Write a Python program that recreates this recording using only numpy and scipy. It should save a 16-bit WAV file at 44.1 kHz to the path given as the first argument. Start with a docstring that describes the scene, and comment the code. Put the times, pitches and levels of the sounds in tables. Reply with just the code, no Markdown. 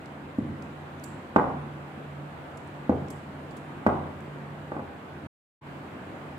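"""A bare, echoing kitchen, heard on a stereo microphone. A wooden rolling pin knocks on a stone counter,
a little nearer the right port; pin and counter ring briefly together and the room answers.
Bangles click, each click followed by a diffuse, fluttering ring near 7.5 kHz on the right.
A broad appliance hum fills the room and feeds its two lowest standing waves, which boom after each knock.
Near the end the sound cuts out for a moment and fades back in."""
import sys
import numpy as np
from scipy import signal
from scipy.fft import rfft, irfft
from scipy.io import wavfile
from scipy.ndimage import uniform_filter1d

SR = 44100
rng = np.random.default_rng(int(sys.argv[2]) if len(sys.argv) > 2 else 0)


def unload_audio(sound):
    """Save the sound as a 16-bit wav file, at the path given as the first command line argument."""
    columns = np.transpose(np.atleast_2d(sound))
    # keep every value between -1 and 1, then stretch to whole-number steps
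    steps = np.round(np.clip(columns, -1, 1) * 32767)
    wavfile.write(sys.argv[1], SR, steps.astype(np.int16))


N = 281358

# appliance spectrum: (frequency [Hz], relative density [dB])
HUM_SPECTRUM = [(15, -44.5), (55, -30.5), (85, -7.5), (120, -11.5), (200, -5.5), (300, -6), (420, -12),
                (750, -12), (1500, -17), (3000, -28.5), (5700, -48), (7500, -45), (10000, -49),
                (15600, -52)]
# hum in the room: (time [s], level [dB])
HUM_LEVELS = [(0, -42.5), (1, -42), (4, -41.5), (5.2, -42.5), (5.7, -41), (6.38, -41)]
# standing waves, the two that drone first: (frequency [Hz], width [Hz], gain [dB])
ROOM_MODES = [(145, 3.1, 5), (86.4, 4.4, 10.5), (215.2, 12.7, 9), (254, 6.2, -2), (297.3, 10, 12),
              (378, 10, 7), (501.7, 8.5, 9.5), (580, 10, -1), (619, 10, -2), (740.5, 9, 7.5),
              (794, 5.6, 6.5), (852, 10, 0)]
# upper droning wave between knocks: (time [s], level [dB])
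UPPER_WAVE_LEVELS = [(0, -47.5), (.3, -47), (.75, -43), (.97, -46.5), (1.14, -40.5), (1.28, -56),
                     (1.6, -36.5), (1.9, -44.5), (2.22, -39), (2.5, -50.5), (2.8, -42), (3.2, -45.5),
                     (3.8, -46), (4.1, -47.5), (4.33, -40.5), (4.75, -43), (5.0, -58), (5.12, -47.5),
                     (5.8, -43.5), (6.0, -66), (6.3, -44)]
# boom of the upper, then the lower wave: (build-up [s], t60 [s], level against the knock's boom [dB])
BOOM_SHAPES = [(.08, .4, 0), (.02, 0.95, -1)]
# bangles touching: (time [s], peak before panning [dB], rattle centre [Hz], rattle width [Hz],
# after-ring against the peak [dB], rattle length [s])
BANGLE_TOUCHES = [(0.057, -48.5, 5000, 4000, -38, 0.004), (.621, -48.5, 4960, 4000, -28, 0.0062),
                  (.996, -51.5, 5900, 4000, -29, 0.0039), (1.037, -38.5, 7700, 12200, -17, 0.0077),
                  (2.571, -47, 7600, 3500, -38, 0.0073), (2.669, -59.5, 7900, 2953, -35, .012),
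                  (3.082, -50.5, 6000, 5000, -27, 0.0041), (3.102, -42.5, 8040, 7000, -21, 0.01),
                  (3.508, -54.5, 5400, 3950, -22, 0.0062), (3.566, -49, 7900, 7000, -34, 0.014),
                  (4.204, -55, 7000, 4980, -28, 0.0046)]
# diffuse ring heard on the right after each click: (frequency [Hz], relative level [dB], t60 [s])
AFTER_RING = [(7305, -13.5, 0.21), (7670, 1, 0.3), (7300, -3.5, .3), (8680, 0.5, .1), (14200, -8, 0.1)]
# diffuse room tail: (frequency [Hz], t60 [s], relative level [dB])
ROOM_TAIL = [(59.3, 1, -9), (160, 0.814, 2.5), (420, 0.63, 1), (1037, 0.68, 1), (1870, 0.74, -10.5),
             (2900, 0.93, -4.5), (7540, 0.6, 3.5), (15000, 0.28, 0)]
# first echoes off the walls: (delay [s], relative level [dB])
WALL_ECHOES = [(0.023, -15.5), (0.028, -13.5), (.036, -13)]
# pin against stone: (time [s], wood peak [dB], hardness as low-pass cutoff [Hz], lowest mode's boost [dB],
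# crack [dB], treble tick [dB], room gain [dB], standing-wave boom [dB])
PIN_BLOWS = [(.385, -18, 325, 5, -60, -56, 2, -43), (0.472, -35.5, 295, 14, -67, -78, 18.5, -51),
             (1.3613, -3, 1330, 1.5, -21, -46, 5.5, -36), (2.8947, -10.5, 670, 5, -35, -54, 3.5, -37),
             (3.8648, -5.5, 1120, 2, -21.5, -47.5, 4.5, -37), (4.719, -22, 1070, -8, -50, -72, 5.5, -56),
             (4.766, -25.5, 1090, -9.5, -52, -74, 5.5, -66), (4.794, -29, 1400, -0.5, -59, -78, -3, -69),
             (4.821, -34, 499, -3, -65, -78, 1, -73), (5.236, -37, 250, -6, -72, -82, 1, -44)]
# pin and counter, quickly damped by hands and dough: (frequency [Hz], relative level [dB], t60 [s])
PIN_MODES = [(262.6, -5, 0.025), (411, -18, 0.0071), (536, -9.5, 0.047), (813, 0, 0.017), (1167, 5, 0.0077),
             (1463, 1, 0.018), (1988, -1.5, 0.052), (2220, -20, .015), (2750, -24.5, 0.011)]
# diffuse sound at the microphone: (frequency [Hz], left-right correlation [-1 to 1])
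PORT_LIKENESS = [(60, 0.9), (110, 1), (200, 0.92), (380, 0.89), (700, 0.48), (1290, -0.062), (2380, 0.079),
                 (4400, -0.11), (8120, 0.05), (15000, -0.098)]
# colour of the microphone ports: (frequency [Hz], left minus right [dB])
PORT_BALANCE = [(60, 1.5), (110, -2.5), (200, -1), (380, 2.5), (700, -2.5), (1290, -0.5), (2380, -0.5),
                (4400, -7.5), (8120, -7), (15000, 1.5)]

LOWER_WAVE_DB = -56.5
SPLASHBACK_S, SPLASHBACK_DB = 0.003325, -1.5  # the nearest hard surface returns each blow, duller
CUT_S, RETURN_S, FADE_IN_S = 5.2695, 5.611, 0.063
BAND_LIMIT_HZ = 15700


def gain_of(db):
    """Decibels to gain."""
    return 10 ** (np.asarray(db) / 20)


def unit_rms(x):
    """Scales to rms 1."""
    return x / np.sqrt(np.mean(x ** 2) + 1e-20)


def spectrum_at(points, hz):
    """Reads a spectrum table on a log-frequency axis."""
    f, value = np.transpose(points)
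    return np.interp(np.log(hz + 1), np.log(f + 1), value)


def level_curve(rows):
    """A level for every sample."""
    return np.interp(np.arange(N) / SR, *np.transpose(rows))


def add(mix, s, sound):
    """Mixes a sound in at s seconds."""
    part = mix[round(s * SR):][:len(sound)]
    part += sound[:len(part)]


def resonate(x, hz, width):
    """A resonance of gain 1 at its centre."""
    return signal.lfilter(*signal.iirpeak(hz, hz / width, SR), x)


def ring(modes, t, detune):
    """Dying sines, each detuned by its own factor."""
    return sum(gain_of(db - 60 * t / t60) * np.sin(2 * np.pi * hz * k * t)
               for (hz, db, t60), k in zip(modes, detune))


def diffuse(count, size, colour_db):
    """Noise from all around: alike at both ports in the bass, unrelated in the treble."""
    hop = size // 4
    hz, t = np.fft.rfftfreq(size, 1 / SR), np.arange(count // hop + 5) * hop / SR
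    a, b, c, d = rng.standard_normal((len(t), len(hz), 4)).T
    left, unrelated = a + 1j * b, c + 1j * d
    likeness = np.clip(spectrum_at(PORT_LIKENESS, hz), -1, 1)[:, None]
    right = likeness * left + np.sqrt(1 - likeness ** 2) * unrelated
    spectra = np.array([left, right]) * gain_of(colour_db(hz[:, None], t))
    return signal.istft(spectra, nperseg=size, noverlap=size - hop)[1][:, :count]


def appliance_hum():
    """Broad appliance noise all around the microphone, with faint drifting patches of colour."""
    def colour_db(hz, t):
        drift = uniform_filter1d(rng.standard_normal((len(t), len(hz))), size=9, axis=0)
        patches = uniform_filter1d(drift, size=15, axis=1)
        return spectrum_at(HUM_SPECTRUM, hz) + 0.95 * unit_rms(patches).T
    return gain_of(level_curve(HUM_LEVELS)) * unit_rms(diffuse(N, 2048, colour_db))


def standing_waves():
    """The room's two lowest waves as wavering tones, alike at both ports; each knock makes them boom."""
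    out, t = 0, np.arange(SR) / SR
    levels = level_curve(UPPER_WAVE_LEVELS), LOWER_WAVE_DB
    for (hz, width, _), base_db, (rise, t60, db) in zip(ROOM_MODES, levels, BOOM_SHAPES):
        swell = np.minimum(t / rise, 1) ** 2 * gain_of(db - 60 * np.maximum(t - rise, 0) / t60)
        boom = np.zeros(N)
        for s, *_, boom_db in PIN_BLOWS:
            add(boom, s, gain_of(boom_db) * swell)
        waver_hz = width * .5 * unit_rms(uniform_filter1d(rng.standard_normal(N), size=6000))
        out = out + (gain_of(base_db) + boom) * np.sin(2 * np.pi * np.cumsum(hz + waver_hz) / SR)
    return out


def bangle_clicks():
    """Well to the right, bangles click; a diffuse, fluttering ring near 7.5 kHz follows each click."""
    out, t = np.zeros(N), np.arange(16000) / SR
    for s, peak_db, hz, width, ring_db, length in BANGLE_TOUCHES:
        rattle = rng.standard_normal(len(t)) * np.exp(-(t / length) ** 2) * np.minimum(t / 0.0032, 1)
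        rattle = resonate(signal.lfilter(*signal.butter(3, 3600, "high", fs=SR), rattle), hz, width)
        rattle = signal.lfilter(*signal.butter(1, hz + width / 2, fs=SR), rattle)
        flutter = 0.341 + unit_rms(uniform_filter1d(rng.standard_normal(len(t)), size=150))
        detune = 1 + 0.0011 * rng.standard_normal(len(AFTER_RING))
        tone = flutter * ring(AFTER_RING, t, detune)
        add(out, s, gain_of(peak_db) * (rattle / abs(rattle).max() + gain_of(ring_db) * tone))
    return out * gain_of([[-9], [3]]) + kitchen_echo(out, wet_db=-5) * gain_of([[-3], [1.5]])


def kitchen_echo(x, wet_db):
    """The bare room answers: dull first echoes, a tail dying band by band, and ringing standing waves."""
    def decay_db(f, t):
        hz, t60, db = np.transpose(ROOM_TAIL)
        return spectrum_at(np.c_[hz, db], f) - 60 * t / spectrum_at(np.c_[hz, t60], f)
    tail = diffuse(SR, 512, decay_db)
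    tail *= np.clip(np.arange(SR) / SR / 0.0034, 0, 1)  # reflections build up
    lows = signal.lfilter(*signal.butter(2, 1000, fs=SR), tail[0])
    tail /= np.linalg.norm(lows) * np.sqrt(SR / 2000)  # about unit gain below 1 kHz
    dull_pulse = signal.windows.hann(15) / 7
    for delay, db in WALL_ECHOES:
        tail[:, round(delay * SR):][:, :len(dull_pulse)] += gain_of(db) * dull_pulse
    waves = sum(gain_of(db) * resonate(x, hz, width) for hz, width, db in ROOM_MODES)
    return gain_of(wet_db) * signal.oaconvolve(x[None], tail, axes=1)[:, :N] + waves


def pin_knock(s, peak_db, hard_hz, thud_db, crack_db, tick_db, wet_db):
    """Wood rings on stone; a soft blow stays longer in contact and is duller. Each spot has its echo."""
    (body, into_room), snap, t = np.zeros((2, N)), np.zeros((2, N)), np.arange(4000) / SR
    (hz, db, t60), *upper = PIN_MODES
    detune = 1 + .02 * rng.standard_normal(len(PIN_MODES))
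    wood = -ring([(hz, db + thud_db, t60), *upper], t, detune)
    wood = signal.lfilter(*signal.butter(3, hard_hz, fs=SR), wood)
    wood = signal.sosfilt(signal.butter(3, 110, "high", fs=SR, output="sos"), wood)  # too small for bass
    wood = gain_of(peak_db) * wood / abs(wood).max()
    add(body, s, wood)
    # summed over all directions the modes blur: the room hears mainly the start of the blow
    add(into_room, s, wood * np.exp(-(t / 0.0038) ** 2))
    for port in snap:  # the crack comes from all along the pin and differs between the ports
        crack = gain_of(crack_db) * contact_noise(t, rise_s=0.0028, hz=1900, width=1300)
        tick = gain_of(tick_db) * contact_noise(t, rise_s=0.00158, hz=7700, width=9000)
        add(port, s, crack + tick)
    bounce = signal.lfilter(*signal.butter(1, 1500, fs=SR), np.roll(body, round(SPLASHBACK_S * SR)))
    right = body + gain_of(SPLASHBACK_DB) * bounce
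    left = np.roll(right, shift=11)  # the farther port hears the blow a few samples later
    return np.array([left, right]) + snap + kitchen_echo(into_room + gain_of(-10.5) * snap[0], wet_db)


def contact_noise(t, rise_s, hz, width):
    """Wood meeting stone: a band of noise that rises and quickly dies."""
    noise = rng.standard_normal(len(t)) * t / rise_s * np.exp(1 - t / rise_s)
    return resonate(resonate(noise, hz, width), hz, width)


def scene():
    """Knocks and clicks over the hum of the kitchen, as they reach the microphone."""
    knocks = sum(pin_knock(*blow[:-1]) for blow in PIN_BLOWS)
    return knocks + bangle_clicks() + appliance_hum() + standing_waves()


def record(dry):
    """The microphone's two ports of unlike colour, a brief dropout, then the band limit."""
    tilt_db = spectrum_at(PORT_BALANCE, np.fft.rfftfreq(N, 1 / SR)) / 2
    ports = irfft(rfft(dry) * gain_of([tilt_db, -tilt_db]), N)
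    t = np.arange(N) / SR
    cut_out = np.clip((CUT_S - t) / .002 + .5, 0, 1)
    fade_in = np.clip((t - RETURN_S) / FADE_IN_S, 0, 1) ** 0.72
    heard = ports * np.where(t < RETURN_S, cut_out, fade_in)
    low_pass = signal.firwin(511, BAND_LIMIT_HZ, window=("kaiser", 9), fs=SR)
    return signal.oaconvolve(heard, low_pass[None], "same")


dry = scene()
out = record(dry)
unload_audio(out)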